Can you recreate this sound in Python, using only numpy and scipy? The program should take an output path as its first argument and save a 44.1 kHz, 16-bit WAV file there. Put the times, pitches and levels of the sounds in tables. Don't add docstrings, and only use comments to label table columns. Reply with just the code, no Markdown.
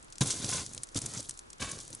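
import sys
import numpy as np
from scipy import signal
from scipy.fft import rfft, irfft
from scipy.io import wavfile
from scipy.ndimage import uniform_filter1d

SR = 44100
rng = np.random.default_rng(int(sys.argv[2]) if len(sys.argv) > 2 else 0)


def materialize(psi):
    bounded = np.clip(np.atleast_2d(psi).T, -1, 1)
    quanta = np.round(bounded * 32767).astype(np.int16)
    wavfile.write(sys.argv[1], SR, quanta)


N = 88200


def amp(db):
    return 10 ** (np.asarray(db) / 20)


def evened(x):
    return x / np.sqrt(np.mean(x ** 2) + 1e-20)


def read(points, hz):
    f, value = np.transpose(points)
    return np.interp(np.log(hz + 1), np.log(f + 1), value)


def add(mix, s, sound):
    part = mix[round(s * SR):][:len(sound)]
    part += sound[:len(part)]


def colour(x, points):
    gain = amp(read(points, np.fft.rfftfreq(x.shape[-1], 1 / SR)))
    return irfft(rfft(x) * gain, x.shape[-1])


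def ring(x, hz, width):
    b, a = signal.iirpeak(min(hz, SR / 2.1), hz / max(width, 5), SR)
    return signal.lfilter(b, a, x)


def body(x, modes, factor):
    return sum(amp(mode[2]) * ring(x, mode[0] * factor, mode[1]) for mode in modes)


def widen(mid, side, width):
    side = colour(side, width)
    return np.array([mid + side, mid - side])


# (f/Hz, relative level/dB)
AIR_SPECTRUM = [(12, -20), (20, 7.5), (66, -1.5), (143, -17.5), (402, -12), (484, -15.5), (740, -15.5),
                (1290, -13.5), (2080, -20), (2380, -20.5), (7650, -28.5), (11400, -27.5), (14800, -72),
                (22000, -120)]
# (f/Hz, side-to-mid level/dB)
AIR_SPREAD = [(60, -9), (220, 9.5), (830, 9), (3080, 5), (11400, 3.5)]
AIR_DB = -61


def forest_air():
    air = amp(AIR_DB) * evened(colour(rng.standard_normal((2, N)), AIR_SPECTRUM))
    return widen(*air, AIR_SPREAD)


CLUMP_S = 0.0061


def clumps(count):
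    span = max(round(CLUMP_S * SR), 2)
    smooth = uniform_filter1d(rng.standard_normal(count), span)
    return evened(uniform_filter1d(smooth, span))


GRAINS_PER_S, GRAIN_SPREAD_DB = 1500, 1.5
GRAIN_CLUMP_DB = 3.5


def grit(count):
    hits = (rng.random(count) < GRAINS_PER_S / SR) * rng.standard_normal(count)
    size_db = GRAIN_SPREAD_DB * np.minimum(rng.exponential(1, count), 4)
    return evened(hits * amp(size_db + GRAIN_CLUMP_DB * clumps(count)))


SHARD_WIDE = 0.17
# (f/Hz, relative level/dB)
CRUNCH_TONE = [(1180, -30), (2000, -10.5), (2740, -15), (2940, -8), (3530, -1.5), (5150, -0.5), (6050, 3.5),
               (10600, -1), (11200, 6), (11400, 5), (14800, -48), (22000, -120)]


def crunch(count):
    shards = np.zeros(count)
    for hz in np.geomspace(2200, 11000, num=14):
        shard = evened(ring(grit(count), hz, SHARD_WIDE * hz))
        shards += shard * np.sqrt(hz)
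    return evened(colour(shards, CRUNCH_TONE))


# (f/Hz, width/Hz, relative level/dB, signed weight used by knocks only)
PIT_MODES = [(57.3, 26, -20.5, -2.1), (101.6, 14, 2.5, 0.16), (131.7, 20.4, 5, -0.84),
             (174.6, 17, -2, -0.24), (234.7, 33.5, -2, 0.95), (305, 29, -3, 0.85), (416, 41, -15, 0.67)]


def pit_rumble(count, factor):
    return evened(body(grit(count), PIT_MODES, factor))


# (t/s, treble level/dB, low level/dB)
SETTLING = [(0.0, -65.5, -62), (0.13, -68.5, -67.5), (0.22, -60, -57), (0.26, -42.5, -64),
            (0.34, -38, -47.5), (0.38, -43, -46.5), (0.47, -42.5, -47), (0.62, -44.5, -58),
            (0.78, -57, -56), (0.97, -65.5, -68), (1.1, -48.5, -59), (1.17, -51, -58.5), (1.34, -58, -62.5),
            (1.44, -66.5, -64.5), (1.6, -68.5, -69), (1.73, -47.5, -57), (1.81, -52.5, -61.5),
            (2.0, -58, -54.5)]


def settling():
    s, treble_db, low_db = np.transpose(SETTLING)
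    t = np.arange(N) / SR
    trickle = amp(np.interp(t, s, treble_db)) * crunch(N)
    return trickle + amp(np.interp(t, s, low_db)) * pit_rumble(N, 1)


CRACK_WIDE_HZ = 5940
CRACK_FLAT_DB = -12
ECHO_S, ECHO_DB = .0012, -6.5


def crack(s, peak_db, hz, t60, snap, noise):
    t, snap = np.arange(len(noise)) / SR, np.clip(snap, 0, 1)
    tail = noise * amp(-60 * t / max(t60, .004)) * np.minimum(t / .0003, 1)
    burst = (1 - snap) * tail
    burst[2] += snap * 4
    burst[2 + round(ECHO_S * SR)] += snap * 4 * amp(ECHO_DB)
    bright = ring(ring(burst, hz, CRACK_WIDE_HZ), hz, CRACK_WIDE_HZ)
    flat = burst - ring(burst, 250, 1800)
    sound = bright + amp(CRACK_FLAT_DB) * flat
    return s, amp(peak_db) * sound / abs(sound).max()


# (t/s, peak level/dB, centre f/Hz, noise tail t60/s, share of clean snap 0-1)
EMBER_CRACKS = [(.1828, -24, 6700, .022, .75), (.9897, -17, 8100, .016, .8), (1.0172, -26, 8300, .02, .4),
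                (1.0593, -21, 8500, .018, .75), (1.0623, -15.5, 7800, .024, .65),
                (1.2889, -34, 8800, .03, .4), (1.2944, -16.5, 8400, .024, .68),
                (1.6254, -20, 5200, .02, .75), (1.7175, -23, 8400, .02, .6),
                (0.0274, -39, 7600, 0.028, 0.59), (0.0456, -41, 9710, 0.026, 0.56),
                (0.0822, -50, 4330, 0.019, 0.26), (0.1022, -42.5, 7390, 0.022, 0.45),
                (0.1245, -31.5, 6570, 0.037, 0.58), (0.156, -34, 6400, 0.026, 0.61),
                (0.2508, -30, 7260, 0.022, 0.85), (0.2748, -32, 8440, 0.022, 0.8),
                (0.3062, -15, 5950, 0.042, 0.63), (0.3096, -21, 6200, 0.022, 0.85),
                (0.4448, -20, 5660, 0.036, 0.6), (0.4903, -21.5, 6330, 0.036, 0.5),
                (0.5464, -26, 7400, 0.022, 0.8), (0.606, -28, 5900, 0.018, 0.5),
                (0.6637, -21.5, 7000, 0.016, 0.69), (0.7342, -31, 8000, 0.019, 0.4),
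                (0.748, -23, 9300, 0.015, 0.6), (0.766, -38, 8230, 0.025, 0.6),
                (0.778, -22.5, 5940, 0.02, 0.63), (0.8264, -47, 9920, 0.024, 0.9),
                (0.834, -19.5, 8540, 0.027, 0.57), (0.8713, -39, 8000, 0.022, 0.6),
                (0.889, -36, 7000, 0.02, 0.34), (0.9463, -28, 7160, 0.031, 0.5),
                (1.1372, -25, 7900, 0.022, 0.55), (1.1514, -42, 7230, 0.022, 0.8),
                (1.176, -27.5, 6100, 0.02, 0.6), (1.2043, -23, 8700, 0.022, 0.55),
                (1.2281, -30, 7530, 0.02, 0.6), (1.249, -44, 7500, 0.022, 0.8),
                (1.3095, -23.5, 7060, 0.022, 0.66), (1.3407, -37, 8000, 0.015, 0.65),
                (1.3752, -31, 7870, 0.022, 0.66), (1.3915, -27, 7700, 0.023, 0.59),
                (1.503, -32.5, 7700, 0.022, 0.54), (1.531, -30.5, 6560, 0.021, 0.6),
                (1.583, -42, 6620, 0.022, 0.6), (1.6794, -42, 8070, 0.022, 0.6),
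                (1.715, -23.5, 7900, 0.02, 0.59), (1.788, -32, 6740, 0.017, 0.45),
                (1.8025, -32.5, 7400, 0.019, 0.55), (1.8099, -45, 5350, 0.022, 0.8),
                (1.8224, -42, 6930, 0.02, 1), (1.8517, -38, 8300, 0.022, 0.6),
                (1.8791, -28.5, 7960, 0.015, 0.7), (1.9033, -34, 9500, 0.022, 0.48),
                (1.929, -29.5, 6300, 0.022, 0.57), (1.934, -35, 8200, 0.039, 0.6),
                (1.9492, -23.5, 10400, 0.027, 0.6), (1.978, -49, 7750, 0.019, 0.9)]


def embers():
    out = np.zeros(N)
    for row in EMBER_CRACKS:
        add(out, *crack(*row, rng.standard_normal(3000)))
    return out


RISE_S = 0.0019
CLACK_T60_S = 0.028
# (t/s, level before the soft rise/dB, f/Hz)
LUMP_CLACKS = [(0.297, -34, 446), (0.441, -36, 526), (0.491, -31, 717), (0.543, -35, 557),
               (0.774, -43.5, 517), (1.193, -34, 546), (1.603, -40, 520), (1.692, -40, 433),
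               (1.903, -42.5, 519)]


def clacks():
    out = np.zeros(N)
    t = np.arange(0, .1, 1 / SR)
    for s, level_db, hz in LUMP_CLACKS:
        decay = amp(level_db - 60 * t / CLACK_T60_S)
        add(out, s, decay * np.sin(2 * np.pi * hz * t) * (1 - np.exp(-t / RISE_S)))
    return out


def knock(s, peak_db, factor):
    t = np.arange(0, .25, 1 / SR)
    boom = np.zeros(len(t))
    for hz, width, db, weight in PIT_MODES:
        decay = np.exp(-np.pi * width * t)
        boom += weight * amp(db) * decay * np.sin(2 * np.pi * hz * factor * t)
    boom *= 1 - np.exp(-t / RISE_S)
    return s, amp(peak_db) * boom / abs(boom).max()


# (t/s, peak level/dB, pitch factor)
FLOOR_KNOCKS = [(0.209, -16, 1.025), (.441, -31.5, 0.91), (.546, -36, 1.113), (0.669, -46, 0.89),
                (0.775, -46.5, 0.81), (.957, -29.5, 0.87), (1.036, -38, 1.04), (1.170, -36.5, 0.908),
                (1.287, -47.5, 0.905), (1.602, -54, 0.9), (1.647, -40.5, 0.43), (1.903, -46.5, 0.97),
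                (1.931, -45.5, 0.99)]


def knocks():
    out = np.zeros(N)
    for row in FLOOR_KNOCKS:
        add(out, *knock(*row))
    return out


# (f/Hz, width/Hz, relative level/dB)
BLADE_MODES = [(562, 260, -9.5), (1136, 37, 3), (1616, 135, -4.5), (2317, 31, 0.5), (2620, 78, -7),
               (2943, 64, -4), (3680, 54, -3)]


def blade_ring(force, load, wide_db):
    pitched = evened(body(force, BLADE_MODES, load))
    scrape = evened(ring(force, 1200, 1700))
    return evened(pitched + amp(wide_db) * scrape)


DRAG_CLUMP_DB = 0.5


def stroke(table, load, wide_db):
    s, crunch_db, blade_db, pit_db = np.transpose(table)
    t = np.arange(s[0], s[-1], 1 / SR)
    count = len(t)
    drag = amp(DRAG_CLUMP_DB * clumps(count))
    force = drag * (grit(count) + grit(count))
    sound = amp(np.interp(t, s, blade_db)) * blade_ring(force, load, wide_db)
    sound += amp(np.interp(t, s, pit_db)) * pit_rumble(count, 0.88)
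    sound += amp(np.interp(t, s, crunch_db)) * evened(drag * crunch(count))
    fade = np.clip(np.minimum((t - t[0]) / .003, (t[-1] - t) / .03), 0, 1)
    return s[0], fade * sound


# (t/s, crunch level/dB, blade ring level/dB, pit rumble level/dB)
RAKE_STROKES = [
    [(0.206, -31, -51, -28), (0.216, -26, -31.5, -28.5), (0.245, -41, -50, -41), (0.277, -35.5, -50, -44.5),
     (0.297, -41, -45, -43), (0.307, -30, -49.5, -42.5), (0.345, -42.5, -55, -52), (0.395, -48, -53, -47),
     (0.433, -39, -51, -46.5), (0.443, -41, -53, -39), (0.479, -45, -48.5, -48), (0.489, -37, -46.5, -44),
     (0.555, -32.5, -39.5, -39.5), (0.625, -41.5, -51, -50), (0.651, -77, -58, -59), (0.66, -44, -61, -57)],
    [(.953, -46, -60, -40), (.960, -31.5, -43, -39), (.978, -30.5, -50.5, -41), (.988, -44.5, -58, -40),
     (1.003, -50, -63, -55), (1.025, -41.5, -57, -45), (1.05, -48, -62, -45), (1.077, -50, -66, -50),
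     (1.121, -50.5, -58.5, -53.5), (1.149, -46.5, -45, -51.5), (1.175, -42.5, -55, -45),
     (1.2, -40, -57.5, -52), (1.221, -59, -65, -53), (1.249, -48, -72, -75), (1.28, -52, -78, -62)],
    [(1.594, -72, -59, -48), (1.603, -42.5, -41.5, -48.5), (1.612, -39, -41.5, -42), (1.627, -39, -34, -41),
     (1.645, -40.5, -40.5, -47), (1.668, -45.5, -53.5, -50), (1.682, -46, -45.5, -48),
     (1.706, -42.5, -45.5, -55), (1.728, -52, -50, -49), (1.746, -48, -59, -49.5), (1.782, -59, -56, -53.5),
     (1.81, -44, -65, -56), (1.84, -68, -68, -61), (1.87, -62, -75, -72)],
]
BLADE_LOAD = [.91, 0.82, 0.98]
BLADE_SCRAPE = [-1, -1, -5]


def raking():
    out = embers() + settling()
    for row in zip(RAKE_STROKES, BLADE_LOAD, BLADE_SCRAPE):
        add(out, *stroke(*row))
    return out


# (f/Hz, side gain/dB)
PIT_SPREAD = [(60, -21), (140, -19.5), (350, -16.5), (830, -11.5), (1990, -11.5), (4770, -12.5),
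              (11400, -15.5)]


def scene():
    mid, side = raking(), raking()
    mid += knocks() + clacks()
    return forest_air() + widen(mid, side, PIT_SPREAD)


EDGE_HZ = 11020


def record(dry):
    lowpass = signal.firwin(1001, EDGE_HZ, window=("kaiser", 7), fs=SR)
    return signal.oaconvolve(dry, lowpass[None], "same")


dry = scene()
out = record(dry)
materialize(out)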